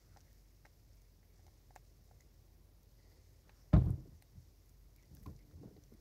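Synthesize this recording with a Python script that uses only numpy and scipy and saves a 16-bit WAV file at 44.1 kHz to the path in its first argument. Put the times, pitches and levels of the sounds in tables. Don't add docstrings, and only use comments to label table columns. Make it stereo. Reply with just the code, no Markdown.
import sys
import numpy as np
from scipy import signal
from scipy.io import wavfile

SR = 44100
rng = np.random.default_rng(int(sys.argv[2]) if len(sys.argv) > 2 else 0)


def to_wav(sig):
    pcm = np.clip(np.atleast_2d(sig), -1, 1) * 32767
    pcm = np.round(pcm).astype(np.int16)
    wavfile.write(sys.argv[1], SR, pcm.T)


N = 264644


def from_db(db):
    return 10 ** (np.asarray(db, float) / 20)


def rms_one(x):
    return x / np.sqrt(np.mean(x ** 2) + 1e-20)


def in_time(rows):
    s, *columns = np.transpose(rows)
    return [np.interp(np.arange(N) / SR, s, column) for column in columns]


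def at_hz(points, hz):
    point_hz, db = np.transpose(points)
    return np.interp(np.log(hz), np.log(point_hz), db, -90, None)


def pan(x, left_db, lag_s=0.):
    late = np.interp(np.arange(N) - lag_s * SR, np.arange(N), x)
    return np.array([x * from_db(left_db / 2), late * from_db(-left_db / 2)])


def drift(rate):
    r = np.exp(-80 * np.pi * rate / SR)
    slow = signal.lfilter([1], [1, -2 * r, r * r], rng.standard_normal(N // 40 + 2002))[2000:]
    return np.interp(np.arange(N) / 40, np.arange(len(slow)), rms_one(slow))


def ring(force, hz, t60):
    r, w = from_db(-60 / (t60 * SR)), 2 * np.pi * hz / SR
    return signal.lfilter([0, np.sin(w)], [1, -2 * r * np.cos(w), r * r], force + 1e-18)


def soft_onset(t, rise_s):
    return 1 - np.exp(-t / rise_s)


def soft_note(t, db, hz, t60, rise_s):
    return from_db(db - 60 * t / t60) * soft_onset(t, rise_s) * np.sin(2 * np.pi * hz * t)


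def resonant_noise(hz, width_hz, channels, size=N):
    r = np.exp(-np.pi * width_hz / SR)
    section = [1, 0, -1, 1, -2 * r * np.cos(2 * np.pi * hz / SR), r * r]
    noise = rng.standard_normal((channels, size + SR // 2))
    return rms_one(signal.sosfilt([section, section], noise)[:, SR // 2:])


def near_echoes(x, level_db, t60):
    t = np.arange(round(.08 * SR)) / SR
    dull = signal.lfilter([1], [1, -.6], rng.standard_normal((2, len(t))))
    tail = dull * from_db(-60 * t / t60) * (t > .0015)
    return x + from_db(level_db) * signal.fftconvolve(x, tail, axes=1)[:, :N]


def swell_db(s, rise_s, hold_s, fall_db_per_s):
    t = np.arange(N) / SR - s
    return 36.5 * np.minimum(t, 0) / rise_s - fall_db_per_s * np.maximum(t - hold_s, 0)


# (time [s], cheek level [dB], mouth level [dB], mouth note [Hz])
CRACKS = [(0.1618, -58.5, -63, 1510), (0.1706, -56, -61.5, 2010), (0.6508, -58, -52, 1730),
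          (0.6541, -63, -51, 1900), (0.6645, -65, -66, 2060), (1.229, -75, -71, 2070),
          (1.393, -70, -69, 1700), (1.465, -63.5, -63.5, 2080), (1.4797, -65, -65, 2140),
          (1.706, -58.5, -62.5, 1850), (1.7561, -82, -74, 2000), (1.76, -47, -44.5, 2160),
          (2.111, -60, -65, 1360), (3.4929, -60.5, -56, 1870), (3.4949, -61, -62, 2420),
          (4.222, -67.5, -61, 2080)]
# (time [s], dull level [dB], dull note [Hz], hard level [dB], hard note [Hz])
KNOCKS = [(3.472, -66, 511, -89, 1890), (3.730, -41.5, 695, -58, 1500), (3.760, -39, 736, -56, 1600),
          (3.765, -57.5, 1000, -46.5, 1600), (3.736, -38.5, 635, -45, 1250), (3.784, -55, 800, -63, 1797),
          (3.858, -56, 597, -68, 1250), (3.889, -75, 1050, -73, 1380), (3.895, -74, 1050, -74, 1250),
          (3.904, -70, 1150, -67, 1980), (5.2585, -56, 910, -71, 2210), (5.264, -70, 1110, -62.5, 2400),
          (5.511, -69, 494, -67, 1250), (5.632, -55.5, 610, -70, 1300), (5.764, -69, 646, -80, 2120)]


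def cracks():
    out, size = np.zeros(N + 2000), 1300
    t = np.arange(size) / SR
    click = (t == 0) * 1.
    rows = [(s, cheek_db, 775 + 15 * rng.standard_normal(), mouth_db, mouth_hz)
            for s, cheek_db, mouth_db, mouth_hz in CRACKS]
    rows += KNOCKS
    fragments = rng.standard_normal((len(rows), size))
    for (s, dull_db, dull_hz, hard_db, hard_hz), ragged in zip(rows, fragments):
        splinter = click + .1 * ragged * np.exp(-t / .001)
        hollow = soft_onset(t, 0.00079) * ring(click, dull_hz, 0.0099)
        hard = soft_onset(t, 0.00022) * ring(splinter, hard_hz, 0.0042)
        shell_edge = ring(splinter, 3800, 0.006)
        sound = from_db(dull_db + 14.0) * hollow + from_db(hard_db + 11.0) * hard
        sound += from_db(hard_db + 1.0) * shell_edge
        out[round((s + .0008) * SR):][:size] -= sound
    return out[:N]


# (time [s], level [dB], ping [Hz])
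PICKS = [(0.281, -62, 1950), (2.2047, -54, 2030), (2.211, -68, 2010), (2.219, -60, 2050),
         (4.962, -66, 2260), (4.976, -71, 2300), (4.9845, -59.5, 2310), (5.006, -74, 2300),
         (5.0255, -72, 1950), (5.032, -64, 2000), (5.039, -70, 2000), (5.169, -62, 1660),
         (5.2295, -63, 1950), (5.390, -63, 2150), (5.407, -63, 2100), (5.765, -68, 2050),
         (5.938, -66, 2150)]


def picks():
    out, t = np.zeros(N + 1500), np.arange(1500) / SR
    for s, db, hz in PICKS:
        out[round(s * SR):][:1500] += soft_note(t, db, hz, t60=0.016, rise_s=0.00058)
    return out[:N]


# (time [s], tick level [dB], tick note [Hz], snap level [dB])
TICKS = [(0.17, -55, 5900, -83), (0.205, -59, 5800, -80), (0.211, -62, 5700, -85), (0.3288, -67, 4750, -71),
         (0.655, -64, 5600, -75), (0.663, -64, 5560, -80), (0.9315, -61, 6390, -86),
         (1.0176, -66, 6130, -72), (1.4655, -56.5, 6000, -87), (1.7552, -55, 6700, -70),
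         (1.7603, -52, 6240, -67), (2.207, -59.5, 6630, -70), (2.831, -68, 6390, -71),
         (3.493, -70, 4530, -82), (3.779, -64, 10500, -69), (3.858, -59.5, 4500, -85),
         (3.9044, -59, 10700, -73), (3.905, -63, 8000, -85), (4.2228, -56, 4550, -64),
         (4.6594, -69, 6400, -74), (4.6935, -68, 6500, -73), (4.9617, -62, 5430, -67),
         (5.0255, -63, 5400, -78), (5.032, -66, 5300, -83), (5.055, -68, 4950, -86.5),
         (5.149, -66, 6840, -58.5), (5.168, -58.5, 5250, -76), (5.23, -70, 5220, -67),
         (5.235, -74, 5600, -69), (5.2614, -57.5, 4740, -66), (5.3625, -61.5, 5800, -85),
         (5.3901, -62, 4950, -77), (5.8367, -59, 5870, -78), (5.938, -67, 5650, -70),
         (5.766, -66, 4200, -85)]
TICK_LEFT_DB, SNAP_LEFT_DB = -1.5, 9


def ticks():
    out, size = np.zeros((2, N + 1000)), 500
    sides = np.array([[.5], [-.5]])
    t = np.arange(size) / SR
    fragments = rng.standard_normal((len(TICKS), 2, 2, size))
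    for (s, tick_db, tick_hz, snap_db), ragged in zip(TICKS, fragments):
        splinter = (t == 0) + 0.61 * ragged * np.exp(-t / 0.0011)
        tick = soft_onset(t, 0.00008) * ring(splinter[0], tick_hz, 0.0022)
        snap = np.diff(ring(splinter[1], 12000, 0.00018), prepend=0) / 2
        sound = from_db(tick_db + 1.15 + TICK_LEFT_DB * sides) * tick
        sound += from_db(snap_db + 16.5 + SNAP_LEFT_DB * sides) * snap
        out[:, round((s + .0008) * SR):][:, :size] += sound
    return out[:, :N]


LANDING_S, LANDING_LENGTH_S, LANDING_DB = 3.7324, .036, -13.5
LANDING_HZ, LANDING_FALL_HZ_PER_S, LANDING_GLIDE_S = 206, 5500, .0255


def landing():
    t = np.maximum(np.arange(N) / SR - LANDING_S, 0)
    glide = np.minimum(t, LANDING_GLIDE_S)
    cycles = LANDING_HZ * t - LANDING_FALL_HZ_PER_S * glide * (t - glide / 2)
    damping = np.exp(-np.maximum(t - LANDING_LENGTH_S, 0) / 0.0017)
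    return -from_db(LANDING_DB) * soft_onset(t, 0.011) * damping * np.sin(2 * np.pi * cycles)


# (time of full weight [s], rise [s], hold [s], level [dB], knuckle knock above it [dB])
SHIFTS = [(3.761, 0.035, 0.019, -28, -1), (3.857, 0.041, 0.043, -32.5, -20),
          (3.986, 0.037, 0.092, -57.5, -6), (4.07, 0.17, 0.039, -54, -12),
          (4.355, 0.076, 0.0055, -49.5, -46), (5.114, 0.061, 0.098, -53, -14),
          (5.275, 0.057, .003, -41.5, -3.5), (5.577, 0.32, 0.015, -50, -8), (5.634, 0.024, 0.052, -58, 12),
          (5.73, 0.18, 0.11, -64, 5.5), (5.938, 0.04, 0.023, -60, 1)]
# (time [s], level [dB])
GRINDS = [
    (3.734, -34),
    (3.762, -57),
    (3.858, -77),
    (3.889, -65.5),
    (5.264, -59),
    (5.632, -73),
    (5.92, -68),
]


def weight():
    deep, knock, grit = np.zeros((3, N))
    for s, rise_s, hold_s, db, knock_db in SHIFTS:
        deep += from_db(db + swell_db(s, rise_s, hold_s, fall_db_per_s=181.5))
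        knock += from_db(db + knock_db + swell_db(s, rise_s, 0.33 * hold_s, fall_db_per_s=226.5))
    for s, db in GRINDS:
        grit += from_db(db + swell_db(s, rise_s=0.01, hold_s=0.0042, fall_db_per_s=607))
    return deep, knock, grit


# (time [s], weight level [dB], finger level [dB], contact sharpness [Hz], push 1 or lift -1)
BLOWS = [(3.7317, -14.5, -17, 910, 1), (3.7440, -27, -21.5, 500, 1), (3.760, -18, -19, 890, 1),
         (3.773, -28, -39, 403, -1), (3.799, -23.5, -37, 400, 1), (3.861, -30, -29, 501, 1),
         (3.890, -27, -33.5, 700, 1), (3.921, -37, -35, 290, 1), (4.362, -47, -59, 202, 1),
         (5.123, -52.5, -53, 300, 1), (5.272, -40.5, -61, 150, 1), (5.54, -54, -67, 300, 1),
         (5.584, -50.5, -73, 300, 1)]
# (note [Hz], level [dB], t60 [s])
STUMP = [(63, -7.5, 0.061), (85.4, 1, 0.19), (120.5, -5, 0.18), (137, 0, 0.12), (174, -7, 0.14),
         (202, -14.5, 0.13), (250, -40, .06), (293, -7.5, 0.11), (365, -20, 0.05), (410, -22, 0.04),
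         (486, -27, 0.06), (647, -18, 0.09), (732, -22, 0.06), (931, -29, 0.05), (1044, -19, 0.06),
         (1212, -22, 0.03), (1322, -19, 0.06), (1625, -24.5, 0.038), (2150, -29.5, 0.06)]


def stump():
    force, t = np.zeros((2, N + 2000)), np.arange(2000) / SR
    for s, weight_db, finger_db, sharp_hz, push in BLOWS:
        contact = t * np.exp(-2 * np.pi * sharp_hz * t)
        levels = from_db([[weight_db], [finger_db]])
        force[:, round(s * SR):][:, :2000] += np.sign(push) * levels * contact / contact.sum()
    lumps = from_db(2.55 * drift(24)) * rng.standard_normal(N)
    struck, rolling = np.zeros((2, N)), np.zeros((3, N))
    for k, (hz, db, t60) in enumerate(STUMP):
        travel = round(0.0033 * np.sqrt(100 / hz) * SR)
        by_finger, bright = int(hz > 160), int(hz > 500)
        blow = ring(force[by_finger, :N - travel], hz, t60)
        struck[bright, travel:] += (-1) ** k * from_db(db) * blow
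        rolling[by_finger + bright] += from_db(db) * ring(lumps, hz, 0.58 * t60)
    deep, knock, grit = (level * from_db(-5) * rms_one(band) for level, band in zip(weight(), rolling))
    low = pan(landing() + struck[0] + deep + knock, -3.0, .00007)
    return low + near_echoes(pan(struck[1] + grit, 0.43, 0.00021), -27, 0.043)


# (time [s], level [dB], note [Hz], t60 [s])
TAPS = [(3.976, -43.5, 310, 0.083), (3.982, -52, 530, 0.037), (4.056, -61, 570, .04),
        (4.056, -44.5, 386, 0.032), (4.074, -40.5, 285, 0.026), (5.111, -50.5, 193, .06),
        (5.165, -59.5, 250, 0.1), (5.209, -49.5, 199, 0.058), (5.2607, -39.5, 1035, 0.029),
        (5.284, -52, 1040, 0.028), (5.263, -43.5, 291, 0.1), (5.268, -63, 206, 0.044),
        (5.570, -58, 295, 0.067), (5.612, -46, 297, 0.097), (5.632, -49.5, 486, 0.078),
        (5.636, -61, 734, 0.027), (5.652, -46.5, 207, 0.09), (5.676, -60, 330, 0.043),
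        (5.709, -45, 400, 0.039), (5.736, -57, 263, 0.075), (5.762, -51, 416, 0.047),
        (5.92, -48, 227, 0.068), (5.92, -41.5, 415, 0.021), (5.945, -57, 329, 0.092)]


def taps():
    out, t = np.zeros(N + 5000), np.arange(5000) / SR
    for s, db, hz, t60 in TAPS:
        out[round(s * SR):][:5000] += soft_note(t, db, hz, t60, rise_s=0.0026)
    return out[:N]


def scatter():
    since = np.maximum(np.arange(N) / SR - 3.7305, 0)
    grains = from_db(3.6 * drift(140)) * soft_onset(since, 0.0045)
    burst = from_db(-63 - 60 * since / 0.065) * resonant_noise(2300, 6000, channels=2)
    body = from_db(-39 - 60 * since / 0.08) * resonant_noise(1300, 1600, channels=2)
    body = 0.62 * (body + 0.55 * body[::-1])
    patter = from_db(-63 - 60 * since / 0.5) * resonant_noise(2100, 3600, channels=2)
    return grains * (burst + body + patter)


# (time [s], level [dB])
RUSTLE = [(0.0, -76), (0.3, -77), (0.68, -79), (1.0, -79), (1.29, -81.5), (1.38, -76.5), (1.64, -78),
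          (1.79, -78), (2.34, -79), (2.7, -82.5), (3.16, -77), (4.06, -78), (4.48, -79), (4.9, -80.5),
          (5.2, -76), (5.48, -79.5), (6.0, -77.5)]
# (time [s], length [s], centre [Hz], width [Hz], level [dB])
PUFFS = [(-.05, 0.35, 1360, 520, -80), (0.202, 0.19, 1880, 490, -83), (0.897, 0.24, 2150, 490, -86.5),
         (1.196, 0.21, 2150, 430, -86), (2.927, 0.35, 1980, 320, -79.5), (2.946, 0.29, 4600, 1300, -78.5),
         (3.537, 0.12, 5450, 1200, -78), (4.63, 0.12, 11700, 8000, -82), (3.744, 0.25, 12400, 7000, -76.5),
         (5.097, 0.26, 12800, 5000, -76), (2.955, 0.31, 380, 440, -73), (0.846, 0.19, 88.5, 25, -70.5),
         (1.401, 0.2, 71.3, 12, -61), (3.404, 0.25, 900, 1400, -77), (4.954, 0.11, 2200, 540, -81),
         (5.365, 0.084, 2140, 440, -81)]


def rustle():
    bright_db, = in_time(RUSTLE)
    throat_db = -86 + 2 * (bright_db - bright_db.mean())
    out = from_db(throat_db - 4.0 + 1.8 * drift(40)) * resonant_noise(1950, 820, channels=2)
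    out += from_db(bright_db + 0.5 + 1.66 * drift(60)) * resonant_noise(5390, 3600, channels=2)
    flutter = from_db(2.3 * drift(43))
    for s, length_s, hz, width_hz, db in PUFFS:
        start, size = max(round(s * SR), 0), round(length_s * SR)
        progress = (np.arange(start, start + size) / SR - s) / length_s
        swell = from_db(db) * np.sin(np.pi * np.clip(progress, 0, 1))
        breath = resonant_noise(hz, width_hz, channels=2, size=size)
        out[:, start:start + size] += swell * flutter[start:start + size] * breath
    return out


# (frequency [Hz], left-right likeness [0 to 1, clipped])
LIKENESS = [(60, 0.56), (180, 0.5), (550, -0.04), (1650, 1.5), (4970, -3.2), (15000, 0.1)]
# (frequency [Hz], left minus right [dB])
LEAN = [(60, -5), (150, -4.5), (380, -4.5), (950, -1.5), (2380, -1.5), (5980, -4), (15000, 3.5)]


def banded_noise(spectrum, low_hz, count, patchy_db):
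    out, edges = 0, np.minimum(low_hz * 2 ** (np.arange(count + 1) / 3), .45 * SR)
    like_hz, likeness = np.transpose(LIKENESS)
    lean_hz, lean_db = np.transpose(LEAN)
    white = rng.standard_normal((2, 2, N))
    for k, (low, high) in enumerate(zip(edges, edges[1:])):
        band = signal.butter(2, [low, high], "band", fs=SR, output="sos")
        mid, side = signal.sosfilt(band, white[k % 2])
        hz = np.sqrt(low * high)
        alike = np.clip(np.interp(np.log(hz), np.log(like_hz), likeness), 0, 1)
        lean = np.interp(np.log(hz), np.log(lean_hz), lean_db)
        gain = from_db(at_hz(spectrum, hz) + patchy_db * drift(13)) * from_db([[lean / 2], [-lean / 2]])
        out = out + gain * (np.sqrt(1 + alike) * mid + np.sqrt(1 - alike) * side * [[1], [-1]])
    return out / np.sqrt(np.mean(out.mean(0) ** 2))


# (time [s], level [dB])
FAR = [(0.0, -64.5), (0.27, -65), (0.4, -60), (0.73, -67), (0.98, -60), (1.25, -67), (1.9, -61),
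       (2.22, -65.5), (2.54, -63), (3.12, -65.5), (3.48, -64), (4.11, -61.5), (4.22, -67), (4.9, -61),
       (5.13, -71), (5.23, -54.5), (5.5, -64.5), (6.0, -62.5)]
# (frequency [Hz], density [dB per Hz])
AIR = [(25, -21), (40, -9), (60, -3), (85, 2), (130, -7.5), (200, -16), (350, -16), (600, -21.5),
       (900, -30.5), (1500, -45.5)]
# (frequency [Hz], density [dB per Hz])
HISS = [(530, -31), (900, -6), (1070, -2.5), (1190, -10), (1490, 4), (1720, -18.5), (1950, -3.5),
        (3070, -6), (4860, -3), (6110, -5.5), (7060, -22), (8870, -10), (14200, -0.5), (15200, -6),
        (16000, -6)]
AIR_DB, HISS_DB = -65.5, -75.5


def background():
    drone_db, stir_db = in_time(FAR) + in_time(RUSTLE)
    sway = 1 + from_db(11 + swell_db(3.88, rise_s=0.27, hold_s=0, fall_db_per_s=159))
    phase = 2 * np.pi * np.cumsum(47.1 + 0.58 * drift(1.67)) / SR
    drone = pan(from_db(drone_db + 1.0 + 0.72 * drift(7.1)) * np.sin(phase), -10.5, 0.00031)
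    air_db = AIR_DB - 0.6 * drift(1.1) + 0.29 * (stir_db - stir_db.mean())
    air = from_db(air_db) * banded_noise(AIR, 28.22, count=17, patchy_db=1.15)
    hiss = from_db(HISS_DB - 2.5) * banded_noise(HISS, 894.0, count=13, patchy_db=1.1)
    return sway * (drone + air) + hiss


def scene():
    head_lag_s = np.interp(np.arange(N) / SR, [2.3, 3.4], [.00014, .00004])
    mouth = near_echoes(pan(cracks() + picks(), -.6, head_lag_s) + ticks(), -35.0, 0.057)
    return mouth + stump() + pan(taps(), -5.0, .0001) + scatter() + rustle() + background()


def band_limit(x):
    return signal.sosfilt(signal.butter(12, 16470, fs=SR, output="sos"), x)


def record(dry):
    no_bass = signal.sosfilt(signal.butter(4, 40, "high", fs=SR, output="sos"), dry)
    rounded = 0.44 * np.tanh(no_bass / 0.46)
    no_top = signal.sosfilt(signal.ellip(12, .5, 40, 15750, fs=SR, output="sos"), rounded)
    return band_limit(no_top)


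dry = scene()
out = record(dry)
to_wav(out)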